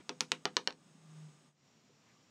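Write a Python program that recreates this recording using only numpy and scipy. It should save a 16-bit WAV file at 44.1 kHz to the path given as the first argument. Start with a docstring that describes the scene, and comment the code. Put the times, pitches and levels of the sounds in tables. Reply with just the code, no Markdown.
"""Six dry taps and a small bounce: a hand tool beds a plastic disc into packed moulding sand, then is put aside.
Each tap is a click that the sand stops within 2 ms, over the thud of the moulding box and a short room tail.
Behind it the workshop hisses, a machine whines faintly and a low hum swells and fades.
Fingers press a small metal piece into the sand with soft bumps and rubs."""
import sys
import numpy as np
from scipy import signal
from scipy.fft import rfft, irfft
from scipy.io import wavfile

SR = 44100
rng = np.random.default_rng(int(sys.argv[2]) if len(sys.argv) > 2 else 0)


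def log_audio(samples):
    """Write samples as a 16-bit WAV file to the path given in sys.argv[1]."""
    # one column per channel
    frames = np.atleast_2d(samples).T
    # limit to full scale, then quantise
    limited = np.clip(frames, -1, 1)
    pcm = np.round(limited * 32767).astype(np.int16)
    wavfile.write(sys.argv[1], SR, pcm)


N = 101429
TAP_SAMPLES = 16384


def amp(db):
    """dB to gain."""
    return 10 ** (np.asarray(db) / 20)


def unit_rms(x):
    """Scale to rms 1."""
    return x / np.sqrt(np.mean(x ** 2) + 1e-20)


def at_hz(table, hz):
    """Interpolate a table over log frequency."""
    table_hz, value = np.transpose(table)
    return np.interp(np.log(hz + 1), np.log(table_hz + 1), value)


def curve(table, column=1):
    """One column of a time table, per sample."""
    table = np.array(table)
    return np.interp(np.arange(N) / SR, table[:, 0], table[:, column])


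def add(mix, start_s, sound):
    """Mix a sound in at start_s."""
    part = mix[max(round(start_s * SR), 0):][:len(sound)]
    part += sound[:len(part)]


def minimum_phase(db):
    """Spectrum of the quickest pulse with these levels."""
    log_gain = np.log(amp(np.r_[db, db[-2:0:-1]]))
    return np.exp(np.conj(signal.hilbert(log_gain)))[:len(db)]


def shaped_noise(spectrum):
    """Steady noise of a given spectral shape, rms 1."""
    gain = amp(at_hz(spectrum, np.fft.rfftfreq(N, 1 / SR)))
    return unit_rms(irfft(rfft(rng.standard_normal(N)) * gain, N))


def band_noise(centre_hz, width_hz):
    """Noise in one Gaussian band, rms 1."""
    gain = np.exp(-((np.fft.rfftfreq(N, 1 / SR) - centre_hz) / width_hz) ** 2)
    return unit_rms(irfft(rfft(rng.standard_normal(N)) * gain, N))


def workshop_hiss():
    """One hiss gives way to another; the level dips briefly between them."""
    # Hiss spectra: f/Hz, relative density/dB
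    early_spectrum = [(20, -43), (60, -29), (105, -23.5), (135, -6), (200, -6), (260, -8.5), (400, -15),
                      (600, -17.5), (1100, -19.5), (1900, -23.5), (3800, -24), (4550, -29), (5200, -23.5),
                      (5700, -26.5), (6100, -28.5), (6500, -20.5), (6950, -24), (7350, -32), (7750, -22.5),
                      (8200, -24.5), (8500, -30.5), (8900, -27), (9500, -38), (10200, -40), (11200, -47.5),
                      (13500, -49), (15000, -46), (16000, -52.5)]
    late_spectrum = [(20, -36.5), (60, -21), (95, -7.5), (118, 2), (220, 1.5), (320, -6), (600, -9.5),
                     (1200, -12), (1600, -15), (2600, -13.5), (3600, -16), (5200, -16), (5650, -10.5),
                     (6350, -20), (6950, -13.5), (7300, -18.5), (7600, -17.5), (8100, -31), (8500, -27.5),
                     (9800, -40.5), (12000, -37), (12600, -35), (14000, -41), (16000, -44)]
    # Hiss envelopes: t/s, level/dB
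    early_levels = [(0, -66), (.66, -66.5), (.75, -70.5), (.87, -66.5), (1.0, -67), (1.19, -62.5),
                    (1.35, -66), (1.48, -67.5), (1.53, -79.5), (1.65, -102.5)]
    late_levels = [(1.5, -91.5), (1.58, -75), (1.66, -69), (1.97, -69), (2.08, -67), (2.3, -68.5)]
    early = shaped_noise(early_spectrum) * amp(curve(early_levels))
    late = shaped_noise(late_spectrum) * amp(curve(late_levels))
    return early + late


def machine_whine():
    """Faint narrow-band whine of a machine."""
    # Envelope: t/s, level/dB
    levels = [(0, -83), (.9, -84.5), (1.3, -79.5), (1.46, -76.5), (1.53, -105), (2.3, -90)]
    return band_noise(centre_hz=1196, width_hz=15) * amp(curve(levels))


def hum():
    """A low tone swells, sags in pitch and fades."""
    # Pitch and envelope: t/s, f/Hz, level/dB
    track = [(0, 156, -84), (.8, 157.3, -73.5), (1.0, 159.6, -65.5), (1.11, 156.4, -57), (1.17, 155.5, -52),
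             (1.25, 154.5, -52), (1.3, 151.6, -58), (1.35, 149, -75), (1.45, 148.6, -70.5),
             (1.56, 145.6, -83)]
    tone = np.sqrt(2) * np.sin(2 * np.pi * np.cumsum(curve(track)) / SR)
    return tone * amp(curve(track, column=2))


def handling():
    """Soft bumps, rubs and squeaks: each a short swell of noise in one resonance."""
    # Touches: centre t/s, sigma/s, f/Hz, width/Hz, level/dB
    touches = [(.005, 0.0042, 280, 130, -51.5), (.005, 0.011, 1500, 2540, -63.5),
               (0.87, 0.011, 200, 69.4, -65), (0.96, 0.014, 209, 70, -65.5), (1.904, 0.005, 398, 100, -65),
               (2.1, 0.025, 1900, 600, -74.5), (2.171, .02, 1170, 40.3, -73.5)]
    t = np.arange(N) / SR
    return sum(amp(db) * np.exp(-.5 * ((t - centre_s) / sigma_s) ** 2) * band_noise(hz, width_hz)
               for centre_s, sigma_s, hz, width_hz, db in touches)


def room_tail(t, onset_s=0.0018):
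    """Spectrum of dense room reflections, each band dying at its own rate."""
    # Tail colour: f/Hz, level/dB
    colour = [(60, -8.5), (150, -2), (400, -0.5), (700, -1.5), (1200, -6), (2700, -7.5), (4500, -17),
              (7000, -18.5), (14000, -5.5)]
    # Tail decay: f/Hz, t60/s
    decay_times = [(150, 0.75), (400, 0.11), (1000, 0.11), (3000, 0.11), (7000, 0.17), (14000, .1)]
    reflections = rng.choice([-1., 1.], len(t)) * (rng.random(len(t)) < .2)
    hz, frame_s, bands = signal.stft(unit_rms(reflections), SR, nperseg=256)
    decay_per_s = np.log(1000) / at_hz(decay_times, hz)[:, None]
    envelope = np.exp(-decay_per_s * frame_s) * np.sqrt(2 * decay_per_s / SR)  # unit energy
    tail = signal.istft(bands * amp(at_hz(colour, hz)[:, None]) * envelope, SR)[1][:len(t)]
    return rfft(tail * np.minimum(t / onset_s, 1) ** 2)


def delay(hz, ms):
    """Spectrum of a pure delay."""
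    return np.exp(-2j * np.pi * hz * ms / 1000)


def first_echoes(hz):
    """Spectrum of the reflections from hand and bench."""
    # Reflections: delay/ms, gain
    echoes = [(5.9, 0.041), (7.6, .06)]
    return sum(gain * delay(hz, ms) for ms, gain in echoes)


def box_thud(t, tilt_db_per_oct, pivot_hz=402, rise_s=.002):
    """The sand-filled box rings in damped modes."""
    # Box modes: f/Hz, level/dB, t60/s
    modes = [(159.4, -56, .28), (216.5, -48.5, 0.098), (253, -48.5, .2), (304.5, -51, 0.16),
             (403, -43.5, 0.11), (451, -52, 0.11), (483.2, -48, 0.043), (502.7, -47.5, 0.19),
             (711, -50, 0.12), (918, -53.5, 0.14), (1110, -54.5, 0.094), (1255, -51, 0.11),
             (1633, -55, 0.13)]
    ring = sum(amp(db + tilt_db_per_oct * np.log2(hz / pivot_hz)) * np.exp(-np.log(1000) * t / t60_s)
               * np.sin(2 * np.pi * (hz * t + rng.random())) for hz, db, t60_s in modes)
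    return ring * (1 - np.exp(-t / rise_s))


def sand_crunch(t, relative_db=-10.5, peak_s=0.0011):
    """Spectrum of grains shifting under the disc."""
    grains = rng.standard_normal(len(t)) * t * np.exp(-t / peak_s)
    return amp(relative_db) * rfft(grains) / np.linalg.norm(grains)


def disc_click(hz, db, tilt_db_per_oct, edge_hz, edge_drop_db=-10):
    """Spectrum of the tool striking the disc; a softer contact has a lower treble edge."""
    # Base click spectrum: f/Hz, level/dB
    spectrum = [(30, -29), (90, -30.5), (160, -12.5), (300, -9.5), (500, -2.5), (680, -6.5), (1000, -0.5),
                (2000, -2), (3000, 2), (3600, 2), (4300, 5.5), (5000, 3), (5700, 1.5), (6800, -2),
                (7400, -11.5), (8100, -7), (9000, -17.5), (10000, -17), (12000, -26), (15000, -30.5),
                (16000, -41)]
    octaves = np.log2(np.maximum(hz, 300) / 2000)
    above_edge = 1 - 1 / (1 + (hz / edge_hz) ** 10)
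    return minimum_phase(db + at_hz(spectrum, hz) + tilt_db_per_oct * octaves + edge_drop_db * above_edge)


def tap(click_db, tilt_db_per_oct, edge_hz, chatter_ms, chatter_gain, stop_ms, stop_gain, stop_edge_hz,
        thud_db, thud_tilt_db_per_oct, room_db):
    """The disc is kicked, chatters and is stopped by the sand; the box thuds, the room answers."""
    hz, t = np.fft.rfftfreq(TAP_SAMPLES, 1 / SR), np.arange(TAP_SAMPLES) / SR
    click = disc_click(hz, click_db, tilt_db_per_oct, edge_hz)
    chatter = chatter_gain * delay(hz, chatter_ms)
    sand_stop = stop_gain * delay(hz, stop_ms) * np.exp(-(hz / stop_edge_hz) ** 2)
    contact = 1 - chatter - sand_stop + sand_crunch(t)
    paths = 1 + first_echoes(hz) + amp(room_db) * room_tail(t)
    return irfft(click * contact * paths) + amp(thud_db) * box_thud(t, thud_tilt_db_per_oct)


def scene():
    """Taps and handling over the workshop background, mono."""
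    # Six taps, two bounce contacts: t/s, click gain/dB, tilt/(dB/oct), edge/Hz, chatter/ms, chatter gain,
    # stop/ms, stop gain, stop edge/Hz, thud gain/dB, thud tilt/(dB/oct), room gain/dB
    taps = [(0.0935, -7, -1.66, 9000, .95, 0.19, 1.525, 1, 1700, 1, -1, 3),
            (.2076, -1.5, 2.5, 11000, 0.25, 0.17, 1.55, 0.96, 1010, -0.5, -3.5, 1.5),
            (0.3187, 2.5, -1, 12000, 0.19, 0.41, 1.3, 0.18, 1300, 0.5, -4, 0),
            (.4547, 0.5, -2.5, 8500, .8, .25, 1.85, 0.96, 4000, 0.5, 2.5, 1),
            (.5680, 3.5, -0.46, 8000, .4, .15, 1.497, 0.64, 5600, -2, 2.5, 1),
            (0.6745, -0.5, -0.78, 6500, 0.817, 0.59, 1.54, 0.62, 7000, -3.5, 3, 0.5),
            (0.7066, -16.5, -4, 6500, 0.63, 0.24, 2.3, 0.27, 2500, -17, 4, -3.5),
            (0.7255, -28.5, -1.5, 9000, 0.62, 0.32, 1.4, 0.53, 3990, -39, 3, -21)]
    mix = workshop_hiss() + machine_whine() + hum()
    for start_s, *blow in taps:
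        add(mix, start_s, -tap(*blow))
    return (mix + handling())[None]


def record(dry):
    """Low-pass at 16 kHz."""
    lowpass = signal.firwin(255, 16000, window=("kaiser", 8), fs=SR)
    return signal.oaconvolve(dry, lowpass[None], "same")


dry = scene()
out = record(dry)
log_audio(out)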